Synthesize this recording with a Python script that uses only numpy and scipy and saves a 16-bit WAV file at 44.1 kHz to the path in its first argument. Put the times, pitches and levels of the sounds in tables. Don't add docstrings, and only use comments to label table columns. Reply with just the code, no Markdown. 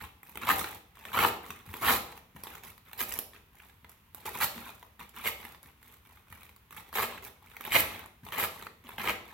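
import sys
import numpy as np
from scipy import signal
from scipy.fft import rfft, irfft, next_fast_len
from scipy.io import wavfile
from scipy.ndimage import uniform_filter1d

SR = 44100
rng = np.random.default_rng(int(sys.argv[2]) if len(sys.argv) > 2 else 0)


def master(y):
    cut = np.clip(np.atleast_2d(y).T, -1, 1)
    pcm = np.round(cut * 32767)
    wavfile.write(sys.argv[1], SR, pcm.astype(np.int16))


N = 411451
T = np.arange(N) / SR
PATCH_HOLD_S, HAND_HOLD_S = .006, .012


def amp(db):
    return 10 ** (np.asarray(db) / 20)


def along(points, hz):
    point_hz, value = np.transpose(points)
    return np.interp(np.log(np.maximum(hz, 1)), np.log(point_hz), value)


def ring(x, response):
    return signal.oaconvolve(x, response)[:N]


def colour(points, size=2048):
    gain = amp(along(points, np.fft.rfftfreq(size, 1 / SR)))
    cepstrum = irfft(np.log(gain))
    cepstrum[1:size // 2] *= 2
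    cepstrum[size // 2 + 1:] = 0
    response = irfft(np.exp(rfft(cepstrum)))
    return response / np.linalg.norm(response)


def resonator(modes, skirt_hz, size=1024):
    t = T[:size]
    response = sum((-1) ** k * amp(db) * width * np.exp(-np.pi * width * t) * np.cos(2 * np.pi * hz * t)
                   for k, (hz, width, db) in enumerate(modes))
    response = signal.sosfilt(signal.butter(2, skirt_hz, fs=SR, output="sos"), response)
    return response / np.linalg.norm(response)


def crackle(per_s, spread_db, even_s):
    fires = rng.random(N) < per_s / SR
    snaps = fires * amp(spread_db * np.minimum(rng.exponential(size=N), 5)) * rng.choice([-1, 1], N)
    width = int(even_s * SR)
    power = np.abs(uniform_filter1d(uniform_filter1d(snaps ** 2, width), width))
    return snaps / np.sqrt(power + .1 / SR)


def clumps(per_s, spread_db):
    step = np.cumsum(rng.random(N) < per_s / SR)
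    gain = amp(spread_db * np.clip(rng.standard_normal(N), -2, 1.5))[step]
    return gain / np.sqrt(uniform_filter1d(gain ** 2, SR // 25))


def scatter(x, decay_s, hold_s, size=512):
    hop = int(hold_s * SR)
    frames = np.lib.stride_tricks.sliding_window_view(np.pad(x, (hop, 2 * hop)), 2 * hop)[::hop]
    window = np.sin(np.pi * np.arange(2 * hop) / (2 * hop))
    responses = rng.standard_normal((len(frames), size)) * np.exp(-T[:size] / decay_s)
    responses /= np.linalg.norm(responses, axis=1, keepdims=True)
    out = np.zeros(N + 4 * hop + size)
    for k, piece in enumerate(signal.fftconvolve(frames * window, responses, axes=1)):
        out[k * hop:k * hop + len(piece)] += piece
    return out[hop:hop + N]


def snap(response, after_db, decay_s, size=400):
    breaks = rng.standard_normal(size) * np.exp(-T[:size] / decay_s)
    breaks *= amp(after_db) / np.linalg.norm(breaks)
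    breaks[0] = 1
    return np.convolve(response, breaks)


def place(events, sound):
    out = np.zeros(N + SR)
    for start_s, peak_db, *rest in events:
        event, start = sound(*rest), max(int(start_s * SR), 0)
        out[start:start + len(event)] += amp(peak_db) * event / np.abs(event).max()
    return out[:N]


def ports(shared, apart, alike_hz):
    hz = np.fft.rfftfreq(len(shared), 1 / SR)
    likeness = 1 / (1 + (hz / alike_hz) ** 2)
    mid = rfft(shared) * np.sqrt((1 + likeness) / 2)
    side = rfft(apart) * np.sqrt((1 - likeness) / 2)
    return irfft(np.array([mid + side, mid - side]), len(shared))


# frequency_hz, level_db
AIR_SPECTRUM = [(15, -33), (25, -1), (76, 5), (641, -25.5), (962, -7), (1480, -12), (2350, -14),
                (5140, -25.5), (8590, -27.5), (12200, -19), (16000, -20.5)]

def room_air():
    hush = ring(rng.standard_normal(N), colour(AIR_SPECTRUM))
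    return hush / np.sqrt(np.mean(hush ** 2))


def press(length_s, build_share=.2, sag_db_per_s=14.5, release_s=.02):
    t = T[:SR // 2]
    build = np.minimum(t / (build_share * length_s), 1)
    release = np.exp(-np.maximum(t - length_s, 0) / release_s)
    return build * amp(-sag_db_per_s * t) * release


# start_s, length_s, crumple_db, sizzle_db
PRESSES = [(0.0, 0.044, -45, -53.5), (0.237, 0.11, -58.5, -61), (0.408, 0.05, -37.5, -50),
           (0.549, 0.068, -39, -40), (0.644, 0.11, -46, -51.5), (0.944, 0.11, -50.5, -61.5),
           (1.052, 0.11, -47.5, -56.5), (1.424, 0.09, -48, -56), (1.542, 0.062, -55.5, -65),
           (1.646, 0.092, -53, -57), (1.712, 0.27, -48.5, -51), (2.06, 0.11, -52, -60),
           (2.347, 0.073, -56.5, -63), (2.425, 0.15, -49, -56.5), (2.62, 0.079, -49.5, -52.5),
           (2.84, 0.15, -56.5, -64), (3.058, 0.13, -44.5, -47), (3.328, 0.045, -52, -66),
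           (3.521, 0.2, -59.5, -65.5), (3.887, 0.03, -59, -61), (4.136, 0.2, -54.5, -61),
           (4.248, 0.03, -39.5, -42), (4.328, 0.086, -42, -46.5), (4.522, 0.18, -46.5, -53),
           (4.728, 0.12, -63.5, -64), (4.988, 0.04, -45.5, -55.5), (5.135, 0.16, -45.5, -52.5),
           (5.371, 0.16, -51, -56.5), (5.623, 0.062, -56.5, -64), (5.806, 0.15, -59, -61),
           (6.03, 0.15, -61, -67.5), (6.266, 0.23, -56, -61.5), (6.708, 0.04, -52.5, -57),
           (6.762, 0.03, -44.5, -52.5), (6.855, 0.045, -59, -65), (6.922, 0.032, -43.5, -47),
           (7.078, 0.1, -43.5, -61), (7.219, 0.053, -47.5, -51.5), (7.405, 0.21, -55.5, -65),
           (7.598, 0.35, -41, -50.5), (7.928, 0.11, -48.5, -64.5), (8.228, 0.061, -50, -56.5),
           (8.525, 0.13, -48.5, -55.5), (8.832, 0.12, -49.5, -60.5), (9.233, 0.16, -52, -62)]

def fingers(rest_db=-79):
    start_s, length_s, crumple_db, sizzle_db = np.transpose(PRESSES)
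    crumple = amp(rest_db) + place(zip(start_s, crumple_db, length_s), press)
    sizzle = amp(rest_db) + place(zip(start_s, sizzle_db, length_s), press)
    return crumple, sizzle


# frequency_hz, level_db
SHELL_SPECTRUM = [(80, -15), (150, -10), (400, -9), (620, -11.5), (850, 3), (1150, 1.5), (1600, -3.5),
                  (2300, -2.5), (3000, -11), (3800, -9.5), (5000, -24.5), (9000, -24.5), (16000, -38.5)]
CREASE_SPECTRUM = [(1500, -11), (3500, -12.5), (6000, -9.5), (8000, -8), (10000, -5), (12500, 2),
                   (16000, -2.5)]
# start_s, shell_db, crease_db
FOLD_SNAPS = [(0.2317, -38, -34.5), (0.2942, -46, -36), (0.356, -31, -28), (0.3733, -23, -26),
              (0.4334, -31, -37), (0.5838, -34, -20), (0.593, -27, -16), (0.613, -24, -33),
              (0.643, -17, -31), (1.053, -27, -32), (1.505, -25, -22.5), (1.7407, -26, -28),
              (2.125, -36.5, -48), (2.1761, -37, -34), (2.363, -33.5, -38), (2.4364, -40, -21.5),
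              (2.47, -27.5, -32), (2.5528, -33, -31), (2.6493, -44, -30), (2.779, -46, -40),
              (2.9316, -32.5, -28.5), (3.0925, -44, -23.5), (3.123, -34, -18), (3.139, -37, -19),
              (3.1776, -49, -26), (3.1892, -40, -13.5), (3.601, -40.5, -48), (3.635, -43, -48),
              (3.846, -36, -46), (3.894, -48, -35.5), (4.1469, -36.5, -28), (4.257, -29.5, -32),
              (4.388, -36, -22), (4.579, -30.5, -44), (4.673, -38, -44), (4.692, -31.5, -42),
              (4.828, -36, -39), (5.003, -36.5, -45), (5.0927, -50, -37), (5.429, -37, -48),
              (5.4514, -30.5, -31), (5.547, -37, -46), (5.6304, -59, -35), (5.9416, -51, -42),
              (6.173, -41, -48), (6.3255, -35.5, -34.5), (6.4324, -44, -33.5), (6.563, -51, -38.5),
              (6.708, -38.5, -37), (6.779, -32.5, -42), (7.2495, -42, -26), (7.515, -40, -49),
              (7.567, -31, -28), (7.609, -29.5, -27), (7.651, -29, -24), (7.8044, -29, -7.5),
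              (7.9929, -31, -30.5), (8.06, -36.5, -35), (8.266, -30, -51), (8.287, -33.5, -33),
              (8.625, -32.5, -34), (8.668, -27.5, -38), (8.8915, -33.5, -33)]

def foil():
    crumple, sizzle = fingers()
    shell, crease = colour(SHELL_SPECTRUM), colour(CREASE_SPECTRUM)
    pressure = np.clip(crumple / amp(-56), .4, 8)
    avalanches = clumps(per_s=150, spread_db=2.5)
    folds = avalanches * crackle(per_s=450 * pressure, spread_db=4.5, even_s=0.011)
    wrinkles = crackle(per_s=120 * pressure, spread_db=8.5, even_s=0.021)
    dull = ring(scatter(folds * crumple, decay_s=0.0011, hold_s=PATCH_HOLD_S), shell)
    bright = ring(sizzle * (amp(-1.5) * folds + amp(1.5) * wrinkles), crease)
    start_s, shell_db, crease_db = np.transpose(FOLD_SNAPS)
    buckles = place(zip(start_s, shell_db), lambda: snap(shell, after_db=0.5, decay_s=.0018))
    ticks = place(zip(start_s, crease_db), lambda: snap(crease, after_db=2.5, decay_s=0.00064))
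    return amp(-2.5) * dull + bright + amp(0.5) * buckles + amp(4.5) * ticks


def drag(length_s, rise_s=0.052, settle_s=0.089):
    t = T[:SR]
    return np.minimum(t / rise_s, 1) * np.exp(-np.maximum(t - length_s, 0) / settle_s)


# frequency_hz, level_db
TABLE_SPECTRUM = [(20, -31), (35, -24.5), (50, 3.5), (70, 0), (110, -2), (200, -7), (320, -16), (700, -21),
                  (2000, -66)]

def table_shuffle(rock_db=-12.5, tremble_db=-66):
    start_s, length_s, *_, drag_db = np.transpose(TUGS)
    crumple, _ = fingers()
    motion = place(zip(start_s, drag_db, length_s), drag) + amp(rock_db) * crumple + amp(tremble_db)
    friction = crackle(per_s=300, spread_db=2, even_s=0.053)
    return ring(friction * motion, colour(TABLE_SPECTRUM))


# start_s, level_db, pitch_hz
BUMPS = [(0.019, -42.5, 67.3), (0.358, -49, 234), (1.495, -43, 137), (1.677, -41.5, 89), (1.814, -41, 304),
         (2.351, -44, 137), (3.833, -55, 104), (4.256, -49.5, 398), (4.561, -40.5, 218),
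         (5.003, -50.5, 172), (5.249, -44, 227), (5.651, -50.5, 127), (6.305, -50, 91), (6.956, -39.5, 395),
         (7.745, -34.5, 284), (8.232, -43, 119), (8.371, -45, 135), (8.846, -51, 250), (8.984, -42.5, 209)]

def table_bumps(width_hz=32):
    def thud(pitch_hz):
        modes = [(pitch_hz, width_hz, 0), (2.5 * pitch_hz, 2 * width_hz, -14)]
        return resonator(modes, skirt_hz=450, size=4096)
    return place(BUMPS, thud)


def tug(length_s, swell_db, coast_s, coast_db, grip_s=.005, slacken_s=0.01, stop_db_per_s=892.5):
    t = T[:SR // 2]
    swell = -swell_db * np.clip(1 - t / length_s, 1e-6, 1) ** 1.63
    slack = coast_db * np.clip((t - length_s) / slacken_s, 0, 1)
    stop = -stop_db_per_s * np.maximum(t - length_s - coast_s, 0)
    return np.minimum(t / grip_s, 1) * amp(swell + slack + stop)


# start_s, level_db
HARD_SLIPS = [(0.479, -19.5), (0.49, -17), (0.503, -12.5), (0.513, -9.5), (1.144, -22.5), (1.189, -13),
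              (1.229, -10.5), (1.249, -8.5), (1.828, -22), (1.883, -11.5), (1.906, -16), (4.419, -20),
              (5.257, -22), (6.958, -25), (7.751, -14), (7.759, -16), (7.765, -10.5), (8.382, -24),
              (9.075, -15.5), (9.096, -15)]

def glue_jerks(effort, slips_per_s=110):
    hard = place(HARD_SLIPS, lambda: snap([1], after_db=-4.5, decay_s=0.001))
    strain = np.cumsum(slips_per_s * clumps(per_s=100, spread_db=4)) / SR
    gives_way = np.diff(np.floor(strain), prepend=0)
    lesser = gives_way * effort * amp(6.5 + 2 * rng.standard_normal(N))
    return amp(-4) * hard + ring(lesser, snap([1], after_db=-4, decay_s=.002))


# pitch_hz, width_hz, level_db
ROLL_MODES = [(766, 115, -6.5), (909, 190, 2), (1287, 532, -0.5), (1463, 134, 0.5), (1760, 200, -11.5)]
STRIP_MODES = [(2112, 305, 31.5), (2600, 240, -7), (3100, 200, -20), (3650, 890, -10)]
CORE_MODES = [(143, 140, -10.5), (227, 44, 1), (334, 140, -1.5), (467, 105, 3.5)]
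# frequency_hz, level_db
FIZZ_SPECTRUM = [(2500, -28.5), (4000, -5), (5000, -11.5), (6200, -14), (7500, -8.5), (9500, -10.5),
                 (11500, -1.5), (13000, 1.5), (16000, -5.5)]
# start_s, length_s, level_db, swell_db, coast_s, strip_db, fizz_db, core_db, drag_db
TUGS = [(0.462, 0.042, -22, 15, 0.027, -12, -7.5, -14, -47),
        (1.127, 0.12, -23, 10, 0.037, -10, -8.5, -10.5, -47),
        (1.81, 0.1, -21, 17, 0.049, -9.5, -5, -10, -41.5),
        (2.973, 0.045, -31, 17.5, 0.011, -2.5, 0.5, -10, -56),
        (4.399, 0.041, -24, 10.5, 0.0063, -5, -2, -21.5, -56),
        (5.232, 0.048, -29.5, 14, 0.008, -2, -2.5, -13, -58),
        (6.95, 0.091, -31.5, 0, 0.0093, -5, -2.5, -9.5, -57),
        (7.712, 0.051, -19, 9.5, 0.035, -1, -6.5, -18.5, -45),
        (8.317, 0.059, -35, -5.5, 0.0043, -3, -6.5, -10.5, -58.5),
        (8.375, 0.069, -29.5, 2, 0.01, -4.5, -3, -11, -55),
        (8.978, 0.041, -34.5, -0.5, 0.012, -2.5, -10, -15, -70),
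        (9.031, 0.074, -28.5, 9.5, 0.01, -2.5, -9, -10, -52)]

def tape():
    start_s, length_s, level_db, swell_db, coast_s, strip_db, fizz_db, core_db, _ = np.transpose(TUGS)
    current_tug = np.maximum(np.searchsorted(start_s, T) - 1, 0)
    taut, fizz, hollow = (amp(db)[current_tug] for db in (strip_db, fizz_db, core_db))
    tugs = list(zip(start_s, level_db, length_s, swell_db, coast_s))
    effort = place(tugs, lambda *shape: tug(*shape, coast_db=-12.5))
    unwinding = place(tugs, lambda *shape: tug(*shape, coast_db=-2.5))
    roll = resonator(ROLL_MODES, skirt_hz=3670)
    strip = resonator(STRIP_MODES, skirt_hz=4200)
    core = resonator(CORE_MODES, skirt_hz=930)
    spurts = clumps(per_s=450, spread_db=3.5)
    jerks = glue_jerks(effort) / np.abs(roll).max()
    grain = crackle(per_s=1500, spread_db=2.5, even_s=0.004)
    slips = amp(-4.5) * effort * spurts * scatter(grain, decay_s=0.00016, hold_s=PATCH_HOLD_S)
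    force = slips + jerks
    slack = np.sqrt(np.clip(1 - taut ** 2, .12, 1))
    body = ring(force * slack, roll) + amp(-1.5) * ring(force * taut, strip)
    body += amp(-4) * ring(force * hollow, core)
    threads = unwinding * spurts * crackle(per_s=6600, spread_db=3.5, even_s=0.0049)
    tearing = amp(0.5) * threads + amp(-14) * slips + amp(-6.5) * jerks
    return body + ring(fizz * tearing, colour(FIZZ_SPECTRUM))


# frequency_hz, t60_s
ROOM_DECAY = [(100, 0.22), (260, 0.61), (700, 0.54), (1840, 0.43), (4850, 0.47), (12800, 0.31)]
# frequency_hz, level_db
ROOM_LEVEL = [(100, 0), (300, -2), (600, 3), (1100, -7), (2200, -5.5), (5000, -1.5), (13000, -7)]

def room_tail(onset_s=0.0049):
    t, hz = T[:SR], np.fft.rfftfreq(SR, 1 / SR)
    noise, tail = rfft(rng.standard_normal(SR)), 0
    onset = 1 - np.exp(-(t / onset_s) ** 2)
    for centre_hz in 40 * 2 ** np.arange(0, 9.5, .5):
        band = np.clip(1 - 2 * np.abs(np.log2(np.maximum(hz, 1) / centre_hz)), 0, 1)
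        fall = onset * np.exp(-np.log(1000) * t / along(ROOM_DECAY, centre_hz))
        tail += amp(along(ROOM_LEVEL, centre_hz)) * irfft(noise * band) * fall / np.linalg.norm(fall)
    return tail


def scene():
    work = tape() + foil()
    source = work + amp(-8) * table_shuffle() + amp(0.5) * table_bumps()
    direct = np.array([np.pad(source, (1, 0))[:N], source])
    off_hands = [scatter(work, decay_s=0.0036, hold_s=HAND_HOLD_S) for _ in range(2)]
    glancing = ports(*off_hands, alike_hz=1300)
    room = np.array([ring(source, tail) for tail in ports(room_tail(), room_tail(), alike_hz=684)])
    air = ports(room_air(), room_air(), alike_hz=593)
    return amp(-3) * direct + amp(-1.5) * glancing + room + amp(-63) * air


# frequency_hz, gain_db
MIC_RESPONSE = [(20, -22), (35, -3), (55, 0.5), (150, 0), (220, 3), (310, 1.5), (420, 2.5), (620, -1),
                (800, -2.5), (1600, -1.5), (2300, 0.5), (3000, 1.5), (3700, 0.5), (5000, -1.5)]
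# frequency_hz, left_minus_right_db
PORT_BALANCE = [(200, 1.5), (480, -1.5), (720, 4), (1000, 2.5), (1500, -2.5), (2200, 0.5), (3300, -1),
                (4300, 0), (6000, -4), (9000, 0.5), (12500, -6), (16000, -4)]

def record(dry, top_hz=16000):
    size = next_fast_len(N + SR // 10)
    hz = np.fft.rfftfreq(size, 1 / SR)
    port_db = along(MIC_RESPONSE, hz) + np.outer([1, -1], along(PORT_BALANCE, hz)) / 2
    heard = irfft(rfft(dry, size) * amp(port_db), size)[:, :N]
    return signal.sosfilt(signal.ellip(10, .2, 70, top_hz, fs=SR, output="sos"), heard)


dry = scene()
out = record(dry)
master(out)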